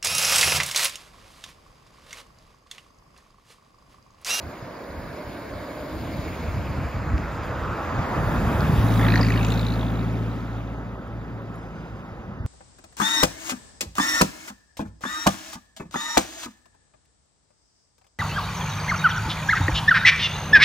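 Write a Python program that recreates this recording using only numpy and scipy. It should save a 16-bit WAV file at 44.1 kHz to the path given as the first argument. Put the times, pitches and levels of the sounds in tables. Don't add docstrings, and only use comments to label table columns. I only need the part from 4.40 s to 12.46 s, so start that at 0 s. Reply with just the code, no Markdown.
import sys
import numpy as np
from scipy import signal
from scipy.io import wavfile
from scipy.ndimage import uniform_filter1d

SR = 44100
rng = np.random.default_rng(int(sys.argv[2]) if len(sys.argv) > 2 else 0)


def linear_from_db(decibels):
    return 10 ** (np.asarray(decibels, float) / 20)


def output_pcm(signal):
    pcm = np.clip(np.atleast_2d(signal).T, -1, 1) * 32767
    wavfile.write(sys.argv[1], SR, np.round(pcm).astype(np.int16))


N = 355578
T = np.arange(N) / SR

# time in seconds, level
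# in dB.
RUMBLE_DB = [(0.0, -47), (0.07, -37), (0.11, -52), (0.2, -51), (0.24, -41), (0.31, -49), (0.56, -46),
             (0.59, -38), (0.72, -43), (0.76, -57), (0.89, -36), (0.93, -49), (1.03, -40), (1.09, -48),
             (1.13, -41), (1.29, -50), (1.56, -34.5), (1.69, -35), (1.76, -34), (2.02, -36), (2.17, -27.5),
             (2.23, -33), (2.45, -28), (2.51, -36.5), (2.59, -30), (2.65, -31), (2.74, -28), (2.9, -33),
             (3.32, -36), (3.55, -35.5), (3.59, -27), (3.7, -32.5), (3.76, -26), (4.4, -23.5),
             (4.55, -36), (5.2, -40), (5.8, -42), (6.4, -41), (7.0, -42), (7.6, -40), (8.06, -40)]
# frequency in Hz, density in dB per Hz.
RUMBLE_BREEZE_TONE = [(15, -33), (25, -41), (53, 3.5), (81, 2.5), (108, -0.5), (182, -5), (317, -11),
                      (362, -17.5), (450, -20), (580, -42), (990, -120)]
# frequency in Hz, density in dB per Hz.
RUMBLE_TAIL_TONE = [(15, -42), (25, -19), (49, -2.5), (102, 2), (231, -0.5), (321, -15.5), (362, -14),
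                    (450, -19), (580, -46), (990, -120)]
# time in seconds, peak in
# dB, swing rate in Hz.
PORT_GUSTS = [(0.224, -30, 134), (0.581, -32, 83.4), (1.103, -32, 96), (1.788, -17, 155),
              (2.075, -18, 78.1), (2.157, -17, 99.6), (2.18, -27, 83.4), (2.293, -27, 118),
              (2.399, -32, 113), (2.56, -24, 67), (2.668, -16, 113), (2.735, -10.5, 72), (2.831, -20, 69.5),
              (3.578, -17, 59), (3.929, -21, 73), (4.068, -16, 59.2), (7.779, -31, 59.2),
              (7.999, -20.5, 97),
              (8.0483, -17, 88),
]
# time in seconds, fundamental in Hz, level in dB.
BIRD_CALL = [
    (7.12, 1460, -92),
    (7.14, 1410, -76),
    (7.17, 1370, -75),
    (7.22, 1280, -74),
    (7.28, 1245, -74),
    (7.36, 1225, -72),
    (7.46, 1250, -73),
    (7.6, 1265, -73),
    (7.66, 1240, -92),
]
BIRD_HARMONICS_DB = [-14, 1, 0, -2, -5, -10]
# time in seconds, peak in dB, pitch in Hz, width in Hz.
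TICK_RINGS = [(2.780, -29, 4400, 3000), (2.7803, -23, 2300, 1200), (3.04, -50, 13000, 5000),
              (3.875, -45, 12000, 5900), (4.207, -22.5, 4200, 2500), (4.595, -21.5, 2050, 250),
              (4.652, -23, 1920, 300), (4.758, -14, 1830, 300), (4.831, -23, 1960, 150),
              (4.612, -29, 1750, 200), (4.721, -23, 2500, 250), (4.904, -21, 1900, 200),
              (4.96, -26, 1880, 200), (5.029, -34, 6400, 910), (5.049, -23, 5200, 2500),
              (5.268, -42, 6900, 500), (6.675, -49, 11000, 3000), (7.022, -48, 13900, 3000),
              (7.142, -52, 7000, 300), (7.158, -41, 10200, 2500), (7.505, -51, 14600, 2500)]
# time in seconds, pitch in Hz, level in dB, octave level in dB.
GEAR_WHIRR = [
    (0, 279, -70, -59),
    (.9, 290, -51, -45),
    (1.5, 313, -41.5, -40.5),
    (1.9, 326, -44, -54),
    (2.3, 335, -70, -80),
]
# time in seconds, side (0 nose, 1 flank, 2 tail).
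CAR_FACING = [
    (0, 0.31),
    (1.7, 0.15),
    (2.5, 0.86),
    (3.2, 1.48),
    (4.1, 1.6),
    (4.6, 2.07),
    (5.3, 2.2),
    (6.0, 2.55),
    (8.06, 2.35),
]
# time in seconds, level in dB, airy top level in dB.
HISS_DB = [(0.0, -57, -66), (0.02, -51.5, -64.5), (0.27, -51.5, -68), (0.47, -52, -65), (0.96, -49, -62.5),
           (1.12, -49.5, -62.5), (1.55, -48, -60), (1.8, -45, -59), (2.36, -45.5, -64), (2.51, -45.5, -63),
           (2.6, -46.5, -68), (2.96, -46, -64.5), (3.01, -45.5, -70), (3.05, -45.5, -60), (3.12, -47, -68),
           (3.19, -46, -64), (3.25, -46, -66), (3.41, -45.5, -64), (3.55, -44.5, -65.5),
           (3.95, -43.5, -54.5), (3.97, -42, -57.5), (4.13, -42, -53), (4.22, -42, -54), (4.58, -42, -48.5),
           (4.83, -40.5, -54), (5.12, -44.5, -54.5), (5.5, -49.5, -62), (6.11, -54.5, -70),
           (6.42, -58.5, -76), (6.51, -60.5, -76.5), (7.09, -59.5, -77.5), (7.16, -59, -74),
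           (7.21, -59.5, -78), (7.7, -60, -77.5), (8.04, -62.5, -83), (8.06, -63, -83)]
# frequency in Hz, density in dB per Hz.
AIR_TOP_TONE = [(6500, -35), (7600, -7.5), (9000, -0.5), (11000, 2.5), (14500, 4), (15700, 1),
                (16000, -61.5)]
# frequency in Hz, density in dB per Hz.
HISS_NOSE_TONE = [(1120, -36), (1900, -11), (2190, 3), (2430, -6.5), (3360, -12.5), (3780, -11.5),
                  (4170, -13), (4830, -12.5), (5470, -19.5), (5760, -24.5), (6790, -17), (7150, -16),
                  (7400, -31), (9620, -66), (16300, -120)]
# frequency in Hz, density in dB per Hz.
HISS_FLANK_TONE = [(1120, -29), (1900, -2.5), (2550, -3), (2910, -12.5), (4170, -19), (4970, -18),
                   (5660, -25), (6990, -17), (7400, -22), (9620, -60.5), (16300, -120)]
# frequency in Hz, density in dB per Hz.
HISS_TAIL_TONE = [(1120, -16.5), (1900, -10.5), (2060, -2.5), (2610, -3.5), (2910, -6.5), (3830, -9),
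                  (4190, -18), (4590, -13.5), (5630, -19.5), (6600, -16.5), (7400, -19.5), (9620, -56),
                  (16300, -120)]
# time in seconds, level in dB.
ROAR_DB = [(0.0, -39.5), (1.62, -35), (2.53, -35.5), (3.7, -28.5), (3.75, -27), (3.81, -28.5), (4.2, -28),
           (4.22, -26.5), (4.24, -29), (4.62, -28), (4.65, -26.5), (4.78, -29.5), (4.8, -25), (4.83, -32),
           (4.94, -30.5), (5.93, -38), (6.73, -42), (8.06, -44.5)]
# frequency in Hz, density in dB per Hz.
ROAR_NOSE_TONE = [(88, -35), (150, -2), (178, -3), (317, -2), (385, -5.5), (588, -2.5), (699, -5.5),
                  (787, -16), (937, -7.5), (1130, -12.5), (1300, -18.5), (1560, -13), (2000, -20.5),
                  (2600, -45), (4400, -120)]
# frequency in Hz, density in dB per Hz.
ROAR_FLANK_TONE = [(160, -34), (280, 4), (317, -4.5), (389, -14), (466, -4.5), (607, 0), (709, -2.5),
                   (789, -3.5), (1260, -2.5), (1750, -10), (2000, -15), (2600, -36), (4400, -120)]
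# frequency in Hz, density in dB per Hz.
ROAR_TAIL_TONE = [(180, -31), (300, -6.5), (381, -3), (402, -16.5), (436, -5.5), (643, -8), (803, -9.5),
                  (1100, -12), (1290, -12.5), (1420, -14), (2000, -22.5), (2600, -49), (4400, -120)]
# time in seconds, cycles per second (one cycle: two crank turns, eight firings).
ENGINE_CYCLES_HZ = [(3.4, 14.3), (4.0, 14.05), (4.35, 13.9), (4.65, 13.753), (4.95, 13.74), (5.25, 13.762),
                    (5.55, 13.861), (5.85, 13.95), (6.3, 13.97), (7.0, 13.9), (8.1, 13.84)]
# time in seconds, level at the eighth order in dB, fourth order relative to it in dB.
DRONE_DB = [(3.5, -56, -13), (3.9, -42, -4), (4.2, -36, -10), (4.35, -22.5, -18), (4.4, -24, -20),
            (4.5, -19.5, -11), (4.66, -18, -9.5), (5.44, -27, -5), (5.87, -27, -10), (6.01, -34.5, -4),
            (6.16, -31.5, -7), (6.33, -37, -0.5), (6.63, -41.5, -6), (6.76, -33.5, -6), (6.86, -45, 1),
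            (6.94, -34.5, -12), (7.45, -46, -1), (7.53, -44, -1), (7.75, -63, 5), (7.86, -42.5, -13),
            (8.06, -45, 0)]
# multiple of the cycle rate, level in dB.
ENGINE_ORDERS_DB = [(1, -47), (2, -36), (3, -36), (4, -1), (5, -27), (6, -35), (7, -24), (8, 0.5), (9, -28),
                    (10, -15), (11, -22), (12, -8), (13, -10.5), (14, -20), (15, -10.5), (16, -26),
                    (17, -13), (18, -10.5), (19, -31.5), (20, -10), (21, -15.5), (22, -22), (23, -47),
                    (24, -24), (25, -35), (26, -38), (27, -28), (28, -20), (29, -50.5), (30, -51)]
CHUFF_STRENGTH_DB = [-1, -2.5, -.5, 2]
# time in seconds, low band in dB, second band in dB,
# third band in Hz, third band in dB, top band in dB.
TAILPIPE_RASP = [(4.1, -110, -110, 3440, -110, -110), (4.25, -72, -65, 3530, -62, -68),
                 (4.4, -51, -54, 3500, -51, -60), (4.55, -53, -74, 3650, -47.5, -52),
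                 (4.61, -33, -60, 3600, -43.5, -57), (4.68, -32, -38, 3750, -37.5, -70),
                 (4.76, -30, -44, 4110, -40, -50), (4.84, -37.5, -43.5, 4540, -41.5, -61),
                 (4.92, -40, -35, 4740, -49.5, -50), (4.99, -45, -39, 3660, -45.5, -78),
                 (5.05, -61, -43, 3720, -45, -44.5), (5.13, -65, -45, 3600, -43, -52),
                 (5.25, -68, -51, 3690, -42.5, -56), (5.5, -70, -65, 3740, -51, -74),
                 (5.75, -68, -73, 3720, -60, -72), (6.3, -89, -83, 3660, -65.5, -91),
                 (6.6, -110, -110, 3640, -110, -110)]
# frequency in Hz, sum in dB, difference in dB, share of the difference that follows
PORT_PAIR = [(22, -18, -35.5, .3, .5), (47, -0.5, -14.5, 1, 0.3), (250, -2.5, -18, 0.59, 0.23),
             (700, -2.5, -12, 0.37, 0.49), (1400, -1.5, -10, 0.35, .4), (3000, -3, -8, 0.94, 0.18),
             (4970, 0.5, -6, 0.58, 0.16), (7000, -4.5, -3.5, .3, .25), (8180, -6.5, 0, 0.1, 0.33),
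             (9100, -12.5, 5.5, .3, 0.27), (10050, -3.5, 1, .3, .25), (10860, -2.5, -12, .3, .25),
             (12000, -3.5, -14, .3, .25), (13000, -4.5, -23, .3, .25)]
# time in seconds, change of the port difference in dB, left lag in samples.
PHONE_AIM = [(0, 2.5, 1.5), (2.0, 0, 2), (2.5, -2, 0.5), (3.3, -3, 0), (3.6, 1, -1.5), (4.7, -0.5, -0.5),
             (5.2, 0, -2), (8.06, 2, -6)]


def evened(x):
    return x / np.sqrt(np.mean(x ** 2) + 1e-20)


def curves(rows, t):
    s, *columns = np.transpose(rows)
    return [np.interp(t, s, c) for c in columns]


def colour(points, hz):
    f, db = np.transpose(points)
    return evened(linear_from_db(np.interp(np.log(hz + 1), np.log(f), db, -120, -120)))


def seen(tones, hz, t):
    facing = np.clip(curves(CAR_FACING, t)[0], 0, 2)
    return sum(np.maximum(1 - abs(facing - k), 0) * colour(tone, hz) for k, tone in enumerate(tones))


def resonate(x, hz, width_hz):
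    turn = np.exp(2j * np.pi * np.cumsum(hz * np.ones(x.shape[-1])) / SR)
    r = np.exp(-np.pi * width_hz / SR)
    return 2 * (turn * signal.lfilter([(1 - r) ** 2], [1, -2 * r, r * r], x / turn)).real


def noise(shape, patchy_db, size=1024):
    t = np.arange(4 * N // size + 5) * size / 4 / SR
    hz = np.fft.rfftfreq(size, 1 / SR)
    a, b, c, d, patches = rng.standard_normal((len(t), len(hz), 5)).T
    patches = uniform_filter1d(uniform_filter1d(patches, size=9, axis=0), size=9, axis=1)
    z = np.array([a + 1j * b, c + 1j * d]) * linear_from_db(patchy_db * evened(patches))
    flat = signal.istft(z, nperseg=size)[1].std() * np.sqrt(2)
    shaped = signal.istft(z * shape(hz[:, None], t), nperseg=size, noverlap=3 * size // 4)[1][:, :N]
    return shaped * np.sqrt(2) / flat * 2


def rumble():
    def shape(hz, t):
        tone = seen((RUMBLE_BREEZE_TONE, RUMBLE_BREEZE_TONE, RUMBLE_TAIL_TONE), hz, t)
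        return linear_from_db(curves(RUMBLE_DB, t)[0]) * tone
    return noise(shape, patchy_db=2.5, size=2048)


def gusts():
    out = np.zeros(N)
    for s, db, hz in PORT_GUSTS:
        u = (T - s) * hz - .75
        out += linear_from_db(db) * np.exp(-(u / 0.63) ** 2) * np.cos(2 * np.pi * (u - 0.11 * u ** 2) - .3)
    return out


def bird():
    hz, db = curves(BIRD_CALL, T)
    flutter = 0.119 * uniform_filter1d(rng.standard_normal(N), size=300)
    turns = np.cumsum(hz * (1 + flutter)) / SR
    sings = (T > BIRD_CALL[0][0]) & (T < BIRD_CALL[-1][0])
    flicker_db = 3.0 * evened(uniform_filter1d(rng.standard_normal(N), size=900)) + 1.5
    stack = sum(linear_from_db(g) * np.sin(2 * np.pi * (k + 3) * turns) for k, g in enumerate(BIRD_HARMONICS_DB))
    return sings * linear_from_db(db + flicker_db) * stack


def ticks():
    out = np.zeros(N)
    for s, db, hz, width_hz in TICK_RINGS:
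        u = np.maximum(T - s, 0)
        decay = np.pi * width_hz * u
        out += linear_from_db(db) * np.e * decay * np.exp(-decay) * np.sin(2 * np.pi * hz * u)
    return out


def whirr():
    hz, db, octave_db = curves(GEAR_WHIRR, T)
    grain = rng.standard_normal((2, N))
    axle_db = np.interp(T, (5.0, 5.6, 7.0, 8.0), (-75, -48, -55.5, -59))
    axle = linear_from_db(axle_db) * evened(resonate(grain, 1300, width_hz=40))
    note = linear_from_db(db) * evened(resonate(grain, hz, width_hz=12.0))
    octave = linear_from_db(octave_db) * evened(resonate(grain, 1.97 * hz, width_hz=35))
    return axle + note + octave


def fan():
    def shape(hz, t):
        db, air_db = curves(HISS_DB, t)
        body = linear_from_db(db) * seen((HISS_NOSE_TONE, HISS_FLANK_TONE, HISS_TAIL_TONE), hz, t)
        return body + linear_from_db(air_db + 2.0) * colour(AIR_TOP_TONE, hz)
    return noise(shape, patchy_db=1.5, size=512)


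def tyres():
    def shape(hz, t):
        return linear_from_db(curves(ROAR_DB, t)[0]) * seen((ROAR_NOSE_TONE, ROAR_FLANK_TONE, ROAR_TAIL_TONE), hz, t)
    return noise(shape, patchy_db=1.0)


def road_echo(x):
    metres = np.hypot(3.2, 5.47 * (T - 4.1))
    late_s = T - 1.313 / metres / 343
    echo = np.array([np.interp(late_s, T, v) for v in x])
    return (x + 0.098 * echo) / 1.105


def scattered(x):
    taps = rng.standard_normal(1500) * np.exp(-np.arange(1500) / 350)
    return signal.oaconvolve(x, taps / np.linalg.norm(taps))[:N]


def cycle():
    turns = np.cumsum(curves(ENGINE_CYCLES_HZ, T)[0]) / SR
    return turns - np.interp(4.757, T, turns) + .857


def drone():
    turns = cycle()
    out = np.zeros(N)
    level_db, fourth_db = curves(DRONE_DB, T)
    upper_db = uniform_filter1d(level_db, size=20000) + 1.2 * np.maximum(T - 5.7, 0)
    knots_s = np.linspace(0, T[-1], num=40)
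    for k, db in ENGINE_ORDERS_DB:
        k = round(k)
        if k in (4, 8, 12):
            lag = -.04 * (k - 8) - .0056 * (k - 8) * k
        else:
            lag = -.21 + .485 * (k - 16) - .024 * (k - 16) ** 2
        if k == 4:
            own_db = level_db + fourth_db + 3.5
        else:
            own_db = db + (upper_db if k > 8 else level_db)
        waver_db = 1.8 * (k > 8) * np.interp(T, knots_s, rng.standard_normal(len(knots_s)))
        out += linear_from_db(own_db + waver_db) * np.cos(2 * np.pi * (k * turns + lag))
    return np.sqrt(2) * out


def chuffs():
    beats = 4 * cycle() - .33
    count = np.floor(beats).astype(int)
    since_s = (beats - count) / 55.3
    puff = evened((1 - np.exp(-since_s / .002)) ** 2 * np.exp(-since_s / .0034))
    puff = puff * linear_from_db(np.array(CHUFF_STRENGTH_DB))[count % 4]
    index = count - count.min()
    each = (index.max() + 1, 4)
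    bends = 1 + .06 * rng.standard_normal(each)[index].T
    strengths = linear_from_db(2.1 * rng.standard_normal(each))[index].T
    low_db, second_db, third_hz, third_db, top_db = curves(TAILPIPE_RASP, T)
    bands = ((1830, 330, low_db), (2520, 300, second_db), (third_hz, 600, third_db), (6700, 900, top_db))
    out = np.zeros((2, N))
    for strength, bend, (hz, width_hz, db) in zip(strengths, bends, bands):
        jet = evened(resonate(rng.standard_normal((2, N)), hz * bend, width_hz))
        steady = jet / np.sqrt(uniform_filter1d(jet ** 2, size=260, axis=1) + .15)
        out += linear_from_db(db + 1.0) * evened(strength * puff * steady)
    return out


def scene():
    points = gusts() + bird() + ticks() + drone()
    direct, spread = (rumble() + whirr() + road_echo(fan() + tyres()) + chuffs()
                      + np.array([points, scattered(points)]))
    return np.array([direct + spread, direct - spread])


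def weaker_muted(mid, side, hz):
    hz = hz[:, None]
    starts = np.arange(0, len(hz), 32)
    band = np.arange(len(hz)) // 32
    mid_db, side_db = (10 * np.log10(np.add.reduceat(abs(z) ** 2, starts) + 1e-20) for z in (mid, side))
    jitter_db = 3.2 * uniform_filter1d(rng.standard_normal(mid_db.shape), size=3, axis=1)
    excess_db = (mid_db - side_db + jitter_db)[band]
    loud_db = 0.15 * (mid_db[14:20].mean(axis=0) + 84.5)
    mid = mid * (excess_db + loud_db > -5.5)
    mid = mid * ((abs(mid) > linear_from_db(mid_db[band] - 19.5)) | (hz < 5500))
    side = side * ((excess_db < 10.5) | (hz < 2000))
    return mid, side


def low_pass(x):
    return signal.sosfilt(signal.butter(12, 16370, fs=SR, output="sos"), x)


def record(dry):
    lead, frame = 83, dict(window="cosine", nperseg=2048, noverlap=1024)
    hz, t, (left, right) = signal.stft(np.pad(dry, ((0, 0), (lead, 0))), SR, **frame)
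    direct, spread = (left + right) / 2, (left - right) / 2
    f, *columns = np.transpose(PORT_PAIR)
    sum_db, diff_db, share, lag = (np.interp(np.log(hz + 1), np.log(f), c)[:, None] for c in columns)
    aim_db, late = curves(PHONE_AIM, t)
    mid = linear_from_db(sum_db) * direct
    following = share * np.exp(2j * np.pi * lag) * direct
    side_gain = linear_from_db(diff_db + aim_db * np.clip(hz[:, None] / 2500, 0, 1))
    side = side_gain * (following + np.sqrt(1 - share ** 2) * spread)
    side = side - 1j * np.sin(np.pi * hz[:, None] * late / SR) * mid * (hz[:, None] < 3000)
    mid, side = weaker_muted(mid, side, hz)
    ports = signal.istft(np.array([mid + side, mid - side]), SR, **frame)[1][:, lead:lead + N]
    return low_pass(ports)


dry = scene()
out = record(dry)
output_pcm(out)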